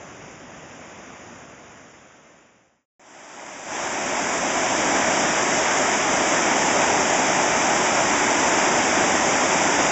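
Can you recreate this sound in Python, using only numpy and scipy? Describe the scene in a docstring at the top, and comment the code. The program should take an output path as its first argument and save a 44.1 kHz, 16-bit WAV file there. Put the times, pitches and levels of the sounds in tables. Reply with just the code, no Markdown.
"""Whitewater below a dam outlet. First it is heard faintly from up the bank, holds, then fades to silence.
A moment later it is heard from the fence beside the concrete channel. This roar fades in, jumps up once
on the way, and then grows slowly. Both roars are patchy noise plus thousands of ringing bubbles, coloured
by the place, and their bass swells throughout. Two microphone capsules a few centimetres apart are added
together, which cancels the sound near 4.2 kHz; an empty gap with wavering edges lies there too."""
import sys
import numpy as np
from scipy import signal
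from scipy.fft import rfft, irfft, next_fast_len
from scipy.io import wavfile
from scipy.ndimage import uniform_filter1d, map_coordinates

SR = 44100
rng = np.random.default_rng(int(sys.argv[2]) if len(sys.argv) > 2 else 0)


def field_ratio(decibels):
    """Amplitude ratio for a level in dB (20 dB per decade); scalars and array-likes work."""
    return 10 ** (np.asarray(decibels, dtype=float) / 20)


def unload_audio(sound):
    """Save the sound as a 16-bit wav file, at the path given as the first command line argument."""
    columns = np.transpose(np.atleast_2d(sound))
    # keep every value between -1 and 1, then stretch to whole-number steps
    steps = np.round(np.clip(columns, -1, 1) * 32767)
    wavfile.write(sys.argv[1], SR, steps.astype(np.int16))


N = 437031

# colour of the roar between the channel walls, with humps at 330 and 750 Hz: f/Hz, relative level per Hz/dB
NEAR_COLOUR = [(20, -28), (120, -12.5), (270, -1), (370, -1), (470, -6.5), (620, 1.5), (900, 0),
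               (1150, -5.5), (2300, -3.5), (2700, -7.5), (3700, -4.5), (6100, -6.5), (6500, -9.5),
               (7400, -10), (7700, -16.5), (8000, -28.5), (8300, -50.5)]
# colour of the roar heard from the bank: f/Hz, relative level per Hz/dB
FAR_COLOUR = [(20, -31), (60, -9.5), (130, -3.5), (290, 0), (420, -5.5), (560, -1.5), (1000, -6),
              (1800, -6), (2100, -6), (3000, -8.5), (3700, -7.5), (5000, -10.5), (6000, -11), (7300, -13)]

# levels before the capsules are added
NEAR_DB, NEAR_STARTS_S = -20.5, 2.995  # the sound begins a little way into its fade
FADE_IN_FROM_S, FADE_IN_TO_S = 2.894, 4.915
JUMP_DB, JUMP_FROM_S, JUMP_TO_S = 6.5, 3.64, 3.75
GROWS_DB_PER_S = 0.2  # after the fade-in
FAR_DB, FADE_OUT_FROM_S, FADE_OUT_TO_S = -40.5, 1.05, 2.86
FAR_TOP_HZ = 7280  # the distant roar has nothing above this
BASS_HZ, BASS_SWELL_DB, BASS_KNOTS_PER_S = 450, 1.2, 1.472
CAPSULE_NULL_HZ = 4220  # the capsules lie half a wavelength apart here


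def near_roar():
    """The roar beside the channel: dense water whose surges are slight, coloured by the concrete walls."""
    water = whitewater(NEAR_COLOUR, patchy_db=0.53, bubble_db=-11, surge_db=0.14)
    return near_gain() * water


def near_gain():
    """The close roar cuts in, fades up in a straight line with one jump, then grows slowly."""
    s = np.arange(N) / SR
    before_jump = 1 - ramp(JUMP_FROM_S, JUMP_TO_S)
    growth_db = GROWS_DB_PER_S * np.maximum(s - FADE_IN_TO_S, 0)
    db = NEAR_DB - JUMP_DB * before_jump + growth_db
    return field_ratio(db) * ramp(FADE_IN_FROM_S, FADE_IN_TO_S) * (s > NEAR_STARTS_S)


def whitewater(colour, patchy_db, bubble_db, surge_db):
    """Churning noise and bubbles, surging at two speeds, coloured by the place."""
    ringing = bubbles(count=15000, mid_hz=2504, octaves=1.295, cycles=1.85, spread_db=2)
    water = churn(patchy_db) + field_ratio(bubble_db) * ringing
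    surge = field_ratio(surge_db * (wobble(7) + 0.56 * wobble(25)))
    return unit(filtered(surge * water, lambda hz: field_ratio(along(colour, hz))))


def churn(patchy_db):
    """White noise whose gain comes in patches of some 500 Hz by 80 ms, as eddies form and collapse."""
    cells = signal.stft(rng.standard_normal(N), nperseg=512)[2]
    patches = uniform_filter1d(rng.standard_normal(cells.shape), size=6, axis=0)  # along frequency
    patches = uniform_filter1d(patches, size=14, axis=1)  # along time
    patchy = cells * field_ratio(patchy_db * unit(patches))
    return unit(signal.istft(patchy, nperseg=512)[1][:N])


def bubbles(count, mid_hz, octaves, cycles, spread_db):
    """Trapped air pockets: each starts sharply, rings a few cycles and rises in pitch as it surfaces."""
    when, size = rng.random((count, 2)).T
    hz = mid_hz * 2 ** (octaves * rng.standard_normal(count))
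    hz = np.clip(hz, 150, 9000)[:, None]
    t = np.arange(512) / SR
    age = t * hz / cycles
    # low bubbles last longer, so they start softer to leave the sum evenly coloured
    loud = field_ratio(-spread_db * np.log(size + 0.03))[:, None] * hz / mid_hz
    ring = loud * np.exp(-age) * np.sin(2 * np.pi * hz * t * (1 + 0.12 * age))
    where = (when * N).astype(int)[:, None] + np.arange(len(t))
    # add every ring into the sound at its own place
    return unit(np.bincount(where.ravel(), ring.ravel(), N + len(t))[:N])


def far_roar():
    """The same kind of water from up the bank: faint, without its highest treble, fading to silence."""
    water = whitewater(FAR_COLOUR, patchy_db=0.66, bubble_db=-12.5, surge_db=0.5)
    water = filtered(water, lambda hz: hz < FAR_TOP_HZ)
    return field_ratio(FAR_DB) * (1 - ramp(FADE_OUT_FROM_S, FADE_OUT_TO_S)) * water


def bass_swell(mono):
    """The bass rises and falls at random, leaving the rest alone."""
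    bass = filtered(mono, lambda hz: 1 / (1 + (hz / BASS_HZ) ** 4))
    swell = field_ratio(BASS_SWELL_DB * wobble(BASS_KNOTS_PER_S))
    return mono + (swell - 1) * bass


def ragged(x, gap_waver_hz, top_waver_hz):
    """The edges of the empty gap and of the upper band limit waver from moment to moment."""
    hz, t, cells = signal.stft(x, SR, nperseg=2048)
    hz = hz[:, None]
    frames = np.minimum((t * SR).astype(int), N - 1)
    low, high, top = (wobble(18)[frames] for edge in range(3))
    # the numbers here are the mean edges in Hz
    gap = (hz > 4090 + gap_waver_hz * low) & (hz < 4350 + gap_waver_hz * high)
    kept = ~gap & (hz < 8230 + top_waver_hz * top)
    return signal.istft(cells * kept, SR, nperseg=2048)[1][..., :N]


def unit(x):
    """x scaled to an rms (average strength) of 1."""
    return x / np.sqrt(np.mean(x ** 2) + 1e-20)


def along(points, hz):
    """Reads a curve of (f/Hz, value) points, with frequency on a log axis."""
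    f, v = np.transpose(points)
    return np.interp(np.log(hz + 1), np.log(f + 1), v)


def wobble(rate):
    """A smooth curve through random knots, rate of them a second (at most 40)."""
    knots = rng.standard_normal(int(N * 40 / SR) + 4)
    return map_coordinates(knots, [np.arange(N) * min(rate, 40) / SR])


def filtered(x, response):
    """Multiplies the spectrum of x by a response, given as a function of frequency in Hz."""
    m = next_fast_len(N + 8192)  # spare room keeps the end from wrapping onto the start
    return irfft(rfft(x, m) * response(np.fft.rfftfreq(m, 1 / SR)), m)[..., :N]


def ramp(from_s, to_s):
    """0 before from_s, 1 after to_s, straight between."""
    return np.clip((np.arange(N) / SR - from_s) / (to_s - from_s), 0, 1)


def scene():
    """The distant roar, then the close one, with swelling bass; both channels are the same."""
    mono = bass_swell(far_roar() + near_roar())
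    return np.array([mono, mono])


def top_cut(x):
    """Nothing passes above the cut-off."""
    return signal.sosfilt(signal.butter(12, 8850, fs=SR, output="sos"), x)


def record(dry):
    """The later capsule adds a delayed copy, which carves a notch; then come the ragged edges."""
    summed = filtered(dry, lambda hz: 0.73 * (1 + np.exp(-1j * np.pi * hz / CAPSULE_NULL_HZ)))
    mix = ragged(summed, gap_waver_hz=55, top_waver_hz=45)
    return top_cut(mix)


dry = scene()
out = record(dry)
unload_audio(out)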